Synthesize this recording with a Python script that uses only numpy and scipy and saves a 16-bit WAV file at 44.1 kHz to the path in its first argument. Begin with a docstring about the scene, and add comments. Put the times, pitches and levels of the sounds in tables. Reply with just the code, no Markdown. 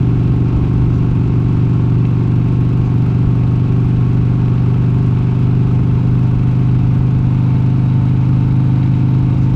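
"""On a country road, heard from the seat: an air-cooled V-twin motorcycle cruises, slowly gaining speed.
Two unevenly spaced firings boom through their pipes; knocks of valve gear and pistons ring cases and fins.
One speed curve sets the firing rate, the load and which resonances speak; gas and chain rasp every cycle.
Filtered noise makes the wind, which buffets in slow swells, the wash of the road and brief swishes.
A very faint ticking runs at its own rate, and a soft limiter holds the peaks."""
import sys
import numpy as np
from scipy import signal
from scipy.fft import rfft, irfft
from scipy.io import wavfile
from scipy.ndimage import uniform_filter1d, minimum_filter1d

SR = 44100
rng = np.random.default_rng(int(sys.argv[2]) if len(sys.argv) > 2 else 0)


def bounce(signal):
    """Save signal as a 16-bit WAV file at the path given by the first command-line argument."""
    frames = np.transpose(np.atleast_2d(signal))
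    limited = np.clip(frames, -1, 1)
    pcm = np.round(limited * 32767).astype(np.int16)
    wavfile.write(sys.argv[1], SR, pcm)


N = 421155
T = np.arange(N) / SR
CYCLE_DEG = 720  # four-stroke: two turns of the crank


def amp(db):
    """Decibels to gain."""
    return 10 ** (np.asarray(db) / 20)


def unit(x):
    """Scales to rms 1."""
    return x / np.sqrt(np.mean(x ** 2) + 1e-20)


def curve(rows):
    """Joins (t/s, value) rows by straight lines."""
    return np.interp(T, *np.transpose(rows))


def colour(x, points):
    """Minimum-phase filter through (f/Hz, level/dB) points: it rings after a blow, never before."""
    size = 16384
    hz, db = np.transpose(points)
    bins_hz = np.fft.rfftfreq(size, 1 / SR)
    log_gain = np.log(amp(np.interp(np.log(bins_hz + 1), np.log(hz + 1), db)))
    # folding the cepstrum onto positive time makes the response causal
    cepstrum = irfft(log_gain)
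    cepstrum[1:size // 2] *= 2
    cepstrum[size // 2 + 1:] = 0
    response = irfft(np.exp(rfft(cepstrum)))[:size // 2]
    return signal.oaconvolve(x, response)[:N]


def noise(points):
    """Noise of rms 1 with the given spectrum."""
    return unit(colour(rng.standard_normal(N), points))


def drift(rate_hz):
    """Slow random movement of rms 1, up to about the given rate."""
    lowpass = 1 / (1 + (np.fft.rfftfreq(N, 1 / SR) / rate_hz) ** 4)
    return unit(irfft(rfft(rng.standard_normal(N)) * lowpass, N))


def blows(crank, degrees, scatter_db, jitter_degrees):
    """One impulse each time the crank passes an angle, never quite alike in size or timing."""
    cycles = np.arange(int(crank[-1] / CYCLE_DEG) + 1)
    size, slip = rng.standard_normal((2, len(cycles)))
    angle = CYCLE_DEG * cycles + degrees + jitter_degrees * slip
    at = np.interp(angle, crank, np.arange(N), left=N, right=N)
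    force = amp(scatter_db * size)
    # each impulse is shared between the two nearest samples
    whole, part = at.astype(int), at % 1
    early = np.bincount(whole, force * (1 - part), N + 2)
    late = np.bincount(whole + 1, force * part, N + 2)
    return (early + late)[:N]


def ring(x, modes, revs):
    """Rings a set of metal modes, each driven more or less as the revs climb."""
    out = np.zeros(N)
    for hz, width, db, revs_db in modes:
        resonance = signal.lfilter(*signal.iirpeak(hz, hz / width, SR), x)
        out += amp(db + revs_db * revs) * resonance
    return unit(out)


def running(rpm, full_pull_rpm_per_s=36, load_lag_s=1, high_span_rpm=95):
    """Speed gives two controls: coasting (0 at full pull, 1 at steady speed) and nearness to top revs."""
    gain_rpm_per_s = uniform_filter1d(np.gradient(rpm) * SR, int(load_lag_s * SR), mode="nearest")
    coasting = np.maximum(1 - gain_rpm_per_s / full_pull_rpm_per_s, 0)
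    revs = np.clip(1 - (rpm.max() - rpm) / high_span_rpm, 0, 1)
    return coasting, revs


def exhaust(crank, coasting, revs, level_db=-11.5, gas_db=-37.0):
    """Each cylinder blows down into its own pipe over turbulent gas; load and revs reshape the bark."""
    # exhaust valve openings in the cycle: front angle/deg, rear angle/deg
    firing = (79.4, 482.6)
    # response of the two exhaust pipes: f/Hz, front level/dB, rear level/dB
    pipe_response = [(27.3, -51.5, -80), (52.4, -41.5, -37.5), (73.6, -43, -40.5), (116.5, -20.5, -21.5),
                     (141.75, -17.5, -19.5), (158.8, -24, -31.5), (204.4, -32, -37.5), (236, -39.0, -33.5),
                     (289.6, -39.5, -33), (329.7, -83, -49), (334.9, -46.5, -36), (396.4, -37.5, -95),
                     (434.7, -59.5, -87), (930, -104.5, -106), (10000, -130, -130)]
    # turbulent gas leaving the pipes: f/Hz, level/dB
    gas_colour = [(80, -20), (260, 1.5), (340, 6), (410, 4), (490, -7), (900, -54), (10000, -85)]
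    # bark bands: f/Hz, width/Hz, change when coasting/dB, change at high revs/dB
    bark = [(309.4, 70, 2.5, 1), (374.4, 53, 0.5, -10)]

    hz, *pipes = np.transpose(pipe_response)
    thumps = np.zeros(N)
    for degrees, pipe in zip(firing, pipes):
        pulses = blows(crank, degrees, scatter_db=0.83, jitter_degrees=0.79)
        thumps += colour(pulses, np.c_[hz, pipe])
    boom = amp(level_db) * unit(thumps) + amp(gas_db) * noise(gas_colour)

    for centre, width, coasting_db, revs_db in bark:
        edges = (centre - width / 2, centre + width / 2)
        band = signal.butter(2, edges, "bandpass", fs=SR, output="sos")
        change = amp(coasting_db * coasting + revs_db * revs) - 1
        boom = boom + change * signal.sosfiltfilt(band, boom)
    return boom


def clatter(crank, revs, cases_db=-39, fins_db=-52.5, case_rub_db=-35, fin_rub_db=-28):
    """The same knocks return every cycle and ring the cases and the fins, over the rub of moving parts."""
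    # knocks of valve gear and pistons: angle/deg, level on cases/dB, level on fins/dB
    knocks = [(17.9, 0, -6), (44, -2.2, -8), (89, -5.4, -8), (106.8, -.6, -8), (141.7, -6.3, -9),
              (162.3, -4.1, -8), (215, -30, 0), (240.2, -4.5, -9), (368, -30, -2), (412.7, -10.3, -5),
              (443.4, -3.6, -10), (523.3, -8.9, -2), (554.1, -1, -5)]
    # modes of the engine cases: f/Hz, width/Hz, level/dB, change at high revs/dB
    case_modes = [(503, 67, -2.5, 3), (731, 38, 2, 0), (844, 22, -3, 5), (890, 18, 5, 4),
                  (1085.6, 34, 3.5, -6.5), (1293, 79, -4, -3.5), (1473, 23, -11.5, -2.5)]
    # modes of the cooling fins and covers: f/Hz, width/Hz, level/dB, change at high revs/dB
    fin_modes = [(2265, 110, -0.5, 6), (2480, 140, -5, -1.5), (2670, 90, 3, -5), (3030, 420, -8, 0),
                 (3850, 94, -1, 8.5)]

    on_cases = amp(case_rub_db) * rng.standard_normal(N)
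    on_fins = amp(fin_rub_db) * rng.standard_normal(N)
    for degrees, case_db, fin_db in knocks:
        on_cases += amp(case_db) * blows(crank, degrees, scatter_db=1.8, jitter_degrees=0.45)
        # light parts rattle less evenly
        on_fins += amp(fin_db) * blows(crank, degrees, scatter_db=5.5, jitter_degrees=0.89)
    # oil cushions the blows, which takes off their top
    on_cases = colour(on_cases, [(200, -9.5), (500, -2.5), (1550, -5), (2000, -17.5), (8000, -38.5)])
    on_fins = colour(on_fins, [(800, -22.5), (2000, 3), (3800, -2.5), (7000, -17), (10500, -44)])
    return amp(cases_db) * ring(on_cases, case_modes, revs) + amp(fins_db) * ring(on_fins, fin_modes, revs)


def rasp(crank, level_db=-45):
    """Rushes of gas and chain rasp: noise let through at fixed angles of the cycle."""
    # bell-shaped openings: angle/deg, width (standard deviation)/deg, level/dB
    rushes = [(131, 22, -5), (445, 8.4, -2), (512, 18, 1.5), (610, 54, -4.5)]
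    # colour of the rushes: f/Hz, level/dB
    rasp_colour = [(300, -22), (700, -6.5), (1000, -1.5), (1300, -1.5), (1750, -21), (2550, -14.5),
                   (3400, -21.5), (5000, -25.5), (8500, -34.5), (10000, -48.5), (15000, -68)]

    gate = np.zeros(N)
    for degrees, width, db in rushes:
        away = (crank - degrees + CYCLE_DEG / 2) % CYCLE_DEG - CYCLE_DEG / 2
        gate += amp(db) * np.exp(-0.5 * (away / width) ** 2)
    return amp(level_db) * unit(gate * noise(rasp_colour))


def wind(level_db=-21.5, lumps_db=2):
    """Lumpy turbulence at the microphone swells and sinks in a slow cycle, easing off along the road."""
    # wind on the microphone: f/Hz, level/dB
    wind_colour = [(8, -22), (30, -3), (60, 0), (120, -5), (200, -13), (300, -20), (400, -25), (500, -31),
                   (1000, -45), (3000, -75), (10000, -95)]
    first_swell_s, period_s, swing_db, fall_db_per_s = 0.53, 2.98, 1.4, 0.26

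    swell_db = swing_db * np.cos(2 * np.pi * (T - first_swell_s) / period_s) - fall_db_per_s * T
    turbulence = unit(noise(wind_colour) * amp(lumps_db * drift(rate_hz=30)))
    return amp(level_db + swell_db) * turbulence


def road(level_db=-39, flutter_db=0.67):
    """A fluttering noise wash of tyres, air and running gear, with brief swishes from the roadside."""
    # steady wash: f/Hz, level/dB
    wash_colour = [(200, -14.5), (450, -0.5), (600, -2.5), (720, -2), (900, 0), (1100, -3), (1450, -6.5),
                   (1850, -12.5), (2580, -7), (2950, -13), (4500, -21), (8500, -34.5), (9900, -47.5),
                   (12400, -44.5), (15000, -66)]
    # bell-shaped swishes: t/s, half length (standard deviation)/s, level/dB
    swishes = [(.96, 0.027, -55), (2.86, .018, -55), (9.433, 0.029, -53)]
    # colour of a swish: f/Hz, level/dB
    swish_colour = [(1000, -20), (3500, -3), (7000, -6), (9000, -34.5), (14000, -26.5)]

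    wash = amp(level_db) * noise(wash_colour) * amp(flutter_db * drift(rate_hz=43))
    passing = np.zeros(N)
    for s, half, db in swishes:
        passing += amp(db) * np.exp(-0.5 * ((T - s) / half) ** 2)
    return wash + passing * noise(swish_colour)


def ticks(level_db=-70, early_db=-74, step_s=2.5, uneven_db=4):
    """Thin, uneven clicks, 24 a second whatever the engine does; their level steps up once."""
    clicks = np.diff(np.floor(24 * T + 0.42), prepend=0)
    sizes = amp(uneven_db * np.minimum(drift(rate_hz=8), 1.5))
    thin = colour(clicks * sizes, [(2000, -5), (8000, -2), (12500, -1.5), (16000, -4)])
    return amp(np.where(T < step_s, early_db, level_db)) * unit(thin)


def scene():
    """The crank angle drives every part of the engine; wind, road and ticks run beside it."""
    # crankshaft speed, a long gentle pull between two stretches of coasting: t/s, speed/rpm
    speed = [(0.0, 2890.3), (0.65, 2876.9), (2.16, 2886.0), (4.3, 2939.5), (8.58, 3076.6), (9.55, 3071.0)]
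    rpm = curve(speed)
    crank = np.cumsum(rpm) * 360 / 60 / SR  # degrees turned
    coasting, revs = running(rpm)
    engine = exhaust(crank, coasting, revs) + clatter(crank, revs) + rasp(crank)
    return (engine + wind() + road() + ticks())[None]


def record(dry, ceiling_db=-5.5, firmness=0.62, edge_hz=15600):
    """A quick, soft limiter rounds off the peaks between a rumble cut and a steep treble cut."""
    dry = signal.sosfilt(signal.butter(1, 6, "high", fs=SR, output="sos"), dry)
    allowed = np.minimum(1, amp(ceiling_db) / (abs(dry) + 1e-9)) ** firmness
    # hold the lowest gain around each peak, then smooth it twice (sizes in samples)
    held = minimum_filter1d(allowed, size=500)
    gain = uniform_filter1d(uniform_filter1d(held, size=250), size=250)
    treble_cut = signal.ellip(10, 0.1, 80, edge_hz, fs=SR, output="sos")
    return signal.sosfilt(treble_cut, dry * gain)


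dry = scene()
out = record(dry)
bounce(out)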